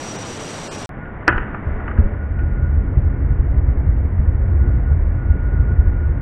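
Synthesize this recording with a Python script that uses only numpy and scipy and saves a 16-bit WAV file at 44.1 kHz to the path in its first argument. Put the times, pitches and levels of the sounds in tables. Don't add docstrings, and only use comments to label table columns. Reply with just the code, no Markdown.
import sys
import numpy as np
from scipy import signal
from scipy.fft import rfft, irfft, next_fast_len
from scipy.io import wavfile
from scipy.ndimage import uniform_filter1d, map_coordinates

SR = 44100
rng = np.random.default_rng(int(sys.argv[2]) if len(sys.argv) > 2 else 0)


def ratio(d):
    e = np.asarray(d, float) / 20
    return 10 ** e


def put_to_file(sound):
    columns = np.atleast_2d(sound).T
    safe = np.clip(columns, -1, 1)
    whole_steps = np.round(safe * 32767)
    wavfile.write(sys.argv[1], SR, whole_steps.astype(np.int16))


N = 273861


def unit(x):
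    return x / np.sqrt(np.mean(x ** 2) + 1e-20)


def along(points, hz):
    f, v = np.transpose(points)
    return np.interp(np.log(hz + 1), np.log(f + 1), v)


def curves(rows):
    s, *columns = np.transpose(rows)
    t = np.arange(N) / SR
    return [uniform_filter1d(np.interp(t, s, column), size=300) for column in columns]


def wobble(rate):
    knots = rng.standard_normal(int(N * 60 / SR) + 4)
    return map_coordinates(knots, [np.arange(N) * min(rate, 60) / SR])


def filtered(x, response):
    m = next_fast_len(len(x) + SR // 2)
    return irfft(rfft(x, m) * response(np.fft.rfftfreq(m, 1 / SR)), m)[:len(x)]


def modes(table, f):
    total = 0
    for k, (centre, width, db) in enumerate(table):
        damping = 1j * f * width
        total = total + (-1) ** k * ratio(db) * damping / (centre * centre - f * f + damping)
    return total


def noise(response, even=0.):
    x = filtered(rng.standard_normal(N), response)
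    envelope = np.abs(signal.hilbert(unit(x), next_fast_len(N))[:N])
    return unit(x / (envelope + .25) ** np.clip(even, 0, 1))


# f/Hz, density level/dB per Hz
JET_SPECTRUM = [(20, -11), (60, -13), (100, -4), (400, -8), (700, -10.5), (2000, -19.5), (5000, -25),
                (7800, -26.5), (9300, -33.5), (10000, -42.5), (11000, -43.5), (13000, -53.5), (15400, -63),
                (15900, -76.5), (22000, -95), (30000, -140)]
# f/Hz, width/Hz, level/dB
WHISTLE = [(5790, 200, 0)]
# f/Hz, width/Hz, level/dB
OVERTONES = [(8070, 260, 0), (11600, 300, -12)]


def gas(hiss_db, whistle_db, slow, flutter_db, overtone_db):
    hiss = noise(lambda f: ratio(along(JET_SPECTRUM, f * slow)))
    hiss += ratio(overtone_db) * noise(lambda f: modes(OVERTONES, f * slow) ** 2)
    whistle = noise(lambda f: modes(WHISTLE, f * slow) ** 2, even=.6)
    whistle = filtered(whistle, lambda f: modes([(WHISTLE[0][0], 500, 0)], f * slow))
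    hiss_gain = ratio(hiss_db + 4.5 + flutter_db * wobble(30 / slow))
    whistle_gain = ratio(whistle_db + 2.5 + 2.6 * wobble(70 / slow))
    return hiss_gain * hiss + whistle_gain * whistle


# t/s, level/dB
WHISTLING = [(.89, -58), (1.06, -43), (1.28, -61.5), (1.45, -46), (2.1, -51), (2.8, -50), (3.02, -52.5),
             (3.7, -55), (4.14, -62), (4.4, -55), (4.68, -46.5), (4.8, -54.5), (5.1, -51.5), (5.4, -45),
             (5.9, -49), (6.21, -50.5)]


def slowed_whistle_db():
    return curves(WHISTLING)[0]


SLOWED_HISS_DB, SWELL_DB, SWELL_S = -35.5, 2.5, 1.2
DUCK_DB, DUCK_FROM_S, DUCK_TAKES_S = 6, 1.9, 0.38
HISS_FOLLOWS, STEADY_WHISTLE_DB = 0.087, -50.5


def slowed_hiss_db():
    t = np.arange(N) / SR
    swell = SWELL_DB * np.clip((t - SWELL_S) / .1, 0, 1)
    ducked = np.clip((t - DUCK_FROM_S) / DUCK_TAKES_S, 0, 1)
    drift = HISS_FOLLOWS * uniform_filter1d(slowed_whistle_db() - STEADY_WHISTLE_DB, size=SR // 3)
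    return SLOWED_HISS_DB + swell + ducked * (drift - DUCK_DB)


SPARK_T60, REBOUND_T60, ECHO_T60 = .006, .03, .04
# t/s, peak level/dB, f/Hz
SNAPS = [(1.053, -33, 1440), (1.226, -29.5, 1440), (1.272, -19.5, 1700), (1.276, -16.5, 1800),
         (1.2787, 3, 1914), (1.2828, -1.5, 1712), (1.2887, -3, 1750), (1.296, -9.5, 1400),
         (1.3043, -11.5, 1420), (1.317, -25.5, 1500), (1.326, -11, 1700), (1.345, -24, 1400),
         (1.358, -17.5, 1400), (1.379, -11, 1700), (1.3936, -24, 1700), (1.4279, -22, 1204),
         (1.4565, -32, 1410), (1.4767, -30.5, 1220), (1.544, -17.5, 1410), (1.568, -26.5, 1374),
         (1.7994, -28.5, 1370), (1.877, -19.5, 1400), (1.909, -22, 1500), (1.9744, -26.5, 1450),
         (2.3877, -27, 2013)]
# f/Hz, width/Hz, level/dB
IGNITER = [(343, 83, 2), (993, 100, -8.5), (1167, 61, -5.5), (1430, 380, -5), (1750, 360, -2.5),
           (1878, 290, -4.5), (2520, 250, -16.5), (3000, 220, -21)]


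def igniter():
    out = np.zeros(N + SR)
    t = np.arange(SR // 5) / SR
    for s, db, hz in SNAPS:
        far = db < -16
        if far:
            t60, rise_s, direct, width = ECHO_T60, .0015, .06, 450
        else:
            t60 = SPARK_T60 if db > 0 else REBOUND_T60
            rise_s, direct, width = .0003, .4, 800
        blow = ratio(-60 * t / t60) * rng.standard_normal(len(t)) * np.minimum(t / rise_s, 1)
        blow[0] = 0 if far else -9
        ring = filtered(blow, lambda f: modes(IGNITER, f) * (direct + modes([(hz, width, 0)], f)))
        out[round(s * SR):][:len(t)] += ratio(db) * ring / np.abs(ring).max()
    return out[:N]


# f/Hz, t60/s
YARD = [(300, .4), (800, 0.32), (1400, 0.6), (2200, 0.49), (3500, 0.54)]


def yard(x):
    hz, t, z = signal.stft(rng.standard_normal(SR), SR, nperseg=256)
    decay = ratio(-60 * t / along(YARD, hz)[:, None])
    tail = signal.istft(z * decay, SR, nperseg=256)[1]
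    return signal.fftconvolve(np.pad(x, (400, 0)), tail / np.linalg.norm(tail))[:N]


# t/s, level/dB, lowest f/Hz, highest f/Hz
CRACKS = [
    (1.2796, -13, 4000, 5950),
    (1.291, -47, 4170, 6280),
    (1.3295, -49, 3330, 4850),
    (1.380, -48, 3500, 5100),
    (1.993, -47.5, 3000, 5800),
]


def cracks():
    out = np.zeros(N)
    u = np.arange(-128, 128) / SR
    for s, db, low_hz, high_hz in CRACKS:
        click = np.sinc((high_hz - low_hz) * u) * np.cos(np.pi * (low_hz + high_hz) * u)
        out[round(s * SR) - 128:][:len(u)] += ratio(db) * click * np.hanning(len(u))
    return out


# t/s, level/dB
FLAME = [(1.29, -34), (1.36, -22), (1.62, -43), (1.67, -21), (1.81, -23), (1.95, -26.5), (1.99, -13.5),
         (2.21, -24), (2.4, -16.5), (2.99, -13), (3.3, -14.5), (3.77, -13), (4.1, -15.5), (4.3, -13.5),
         (4.9, -13), (5.24, -15), (5.8, -14), (6.21, -14.5)]


def burning_db():
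    return curves(FLAME)[0]


STEADY_DB, SETTLE_S = -14, .4


def settled():
    power = uniform_filter1d(ratio(burning_db() - STEADY_DB) ** 2, size=round(SETTLE_S * SR))
    return 10 * np.log10(np.abs(power) + 1e-6)


LICK_DB, LICK_FOLLOWS = -35.5, 0.61
WHUMP_DB, WHUMP_S = 18.5, 0.044
# f/Hz, density level/dB per Hz
ROAR = [(12, -25.5), (25, -6.5), (45, 7), (65, 0), (95, 1.5), (125, -8), (170, -22.5), (220, -36),
        (400, -160)]
# f/Hz, density level/dB per Hz
FLUTTER = [(100, -62.5), (180, 0.5), (260, -2.5), (330, -5), (400, -9), (600, -14), (1200, -31),
           (2500, -81.5), (5000, -160)]
# delay/s, then a list of f/Hz, level/dB
GROUND = (0.014525, [(30, -13), (100, -1.5), (200, -7.5), (400, -7.5), (1000, -20.5)])


def flame():
    since = np.arange(N) / SR - FLAME[0][0]
    lit = since > 0
    flutter_db = LICK_DB + LICK_FOLLOWS * settled() + WHUMP_DB * np.exp(-np.abs(since) / WHUMP_S)
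    dips, busy = puffs()
    roar_gain = ratio(burning_db() - 1.95 - 1.7 * busy + .6 * wobble(9.7))
    roar = roar_gain * noise(lambda f: ratio(along(ROAR, f)), even=.5)
    flutter_gain = ratio(flutter_db + 1.4 * busy + 0.65 * wobble(12))
    flutter = flutter_gain * noise(lambda f: ratio(along(FLUTTER, f)))
    late, echo = GROUND

    def ground_and_microphone(f):
        reflection = ratio(along(echo, f)) * np.exp(-2j * np.pi * f * late)
        return (1 + reflection) * 1j * f / (6 + 1j * f)

    return filtered(lit * (roar + flutter) + dips, ground_and_microphone)


# t/s, level/dB, width of the pressure dip/ms
PUFFS = [(2.3094, -13.5, 7.5), (2.376, -8, 6.8), (2.4379, -8, 6.5), (2.632, -7, 6.2), (2.7766, -8.5, 7.5),
         (2.874, -9.5, 8.5), (2.9751, -4.5, 5.8), (3.0506, -5, 7.1), (3.249, -9, 6.2), (3.3089, -4.5, 5.95),
         (3.4013, -4, 10), (3.5167, -3.5, 8.2), (3.5785, -8.5, 11.8), (3.6886, -9, 6.5), (3.7767, -4, 8.6),
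         (3.8928, -8, 7.4), (4.059, -8.5, 7.1), (4.198, -7, 8.6), (4.279, -6, 7.6), (4.542, -12.5, 10.3),
         (4.6177, -6.5, 8.2), (4.6792, -5, 6.8), (4.9199, -2.5, 6.8), (5.1623, -6, 7), (5.3055, -4.5, 8),
         (5.6003, -6.5, 9.4), (5.722, -5.5, 6.2), (5.7937, -2.5, 7.7), (5.8752, -3, 12), (6.096, -8.5, 6.3),
         (1.3073, -12.5, 5.4), (1.341, -16.5, 6), (1.3686, -11.5, 17), (1.414, -14.5, 12),
            (1.6738, -8.5, 6.5), (1.7154, -13.5, 11), (1.746, -13, 15), (1.9904, -0.2, 7.4),
            (2.045, -7.5, 20), (2.068, -12, 7.7), (2.2418, -13, 8.2)]


def puffs():
    half = SR // 10
    u = np.arange(-half, half) / SR
    dips, busy = np.zeros(N), np.zeros(N)
    for s, db, width_ms in PUFFS:
        start = round(s * SR) - half
        turn = 1000 * u / width_ms
        bell = np.exp(-(turn / (0.96 + 0.25 * np.tanh(turn))) ** 2)
        dips[start:][:2 * half] -= ratio(db) * np.cos(np.pi * turn) * bell
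        busy[start:][:2 * half] += np.exp(-((u - .005) / 0.053) ** 2)
    return dips, busy


# t/s, level/dB, t60/s
FLASHES = [
    (1.70, -13, .5),
    (1.80, -10, .5),
    (1.980, 2.5, .25),
    (2.045, -2.5, .4),
    (2.10, -6, .25),
]
# f/Hz, width/Hz, level/dB
TUBE = [(212, 44, 0), (417, 40, -1), (565, 44, -3)]


def tube_flashes():
    t = np.arange(SR // 3) / SR
    kicks = np.zeros(N)
    for s, db, t60 in FLASHES:
        kicks[round(s * SR):][:len(t)] += ratio(db - 60 * t / t60) * rng.standard_normal(len(t))
    return filtered(kicks, lambda f: modes(TUBE, f) ** 2)


SLOW = 4
MUTE_FROM_S, MUTE_TO_S = .8592, .8921
FAST_HISS_DB, FAST_WHISTLE_DB = -34.5, -46.5


def scene():
    t = np.arange(N) / SR
    fast = gas(FAST_HISS_DB, FAST_WHISTLE_DB, 1, flutter_db=0.5, overtone_db=-21.5)
    jet = gas(slowed_hiss_db(), slowed_whistle_db(), SLOW, flutter_db=0.0, overtone_db=-32.0)
    snaps = igniter()
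    treble = lambda f: signal.freqs(*signal.butter(5, 3300, analog=True), f)[1]
    spark = filtered(snaps + ratio(-10) * yard(snaps), treble)
    slowed = jet + ratio(-0.5) * spark + cracks() + flame() + tube_flashes()
    return ((t < MUTE_FROM_S) * fast + (t > MUTE_TO_S) * slowed)[None]


# t/s, holes above f/Hz, nothing above f/Hz, length/ms
DROPOUTS = [
    (.176, 3500, 9000, 28),
    (.24, 4500, 10000, 26),
    (.388, 4200, 9500, 28),
    (.698, 1800, 9000, 46),
    (.772, 3000, 10500, 24),
    (.838, 4500, 11000, 22),
]


def treble_dropouts(x):
    out = x.copy()
    for s, holes_hz, top_hz, length_ms in DROPOUTS:
        width = round(length_ms * SR / 1000)
        start = round(s * SR) - width // 2
        empty = rng.random(200) < .55
        lost = lambda f: (f > top_hz) | ((f > holes_hz) & empty[(f / 170).astype(int)])
        removed = filtered(x[start - width:start + 2 * width], lost)[width:2 * width]
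        out[start:start + width] -= signal.windows.tukey(width, .7) * removed
    return out


def top_cut(x):
    return signal.sosfilt(signal.butter(12, 15650, fs=SR, output="sos"), x)


def record(dry):
    clipped = np.clip(treble_dropouts(dry[0]), -1, 1)
    mix = clipped + ratio(-101) * rng.standard_normal(N)
    return top_cut(mix[None])


dry = scene()
out = record(dry)
put_to_file(out)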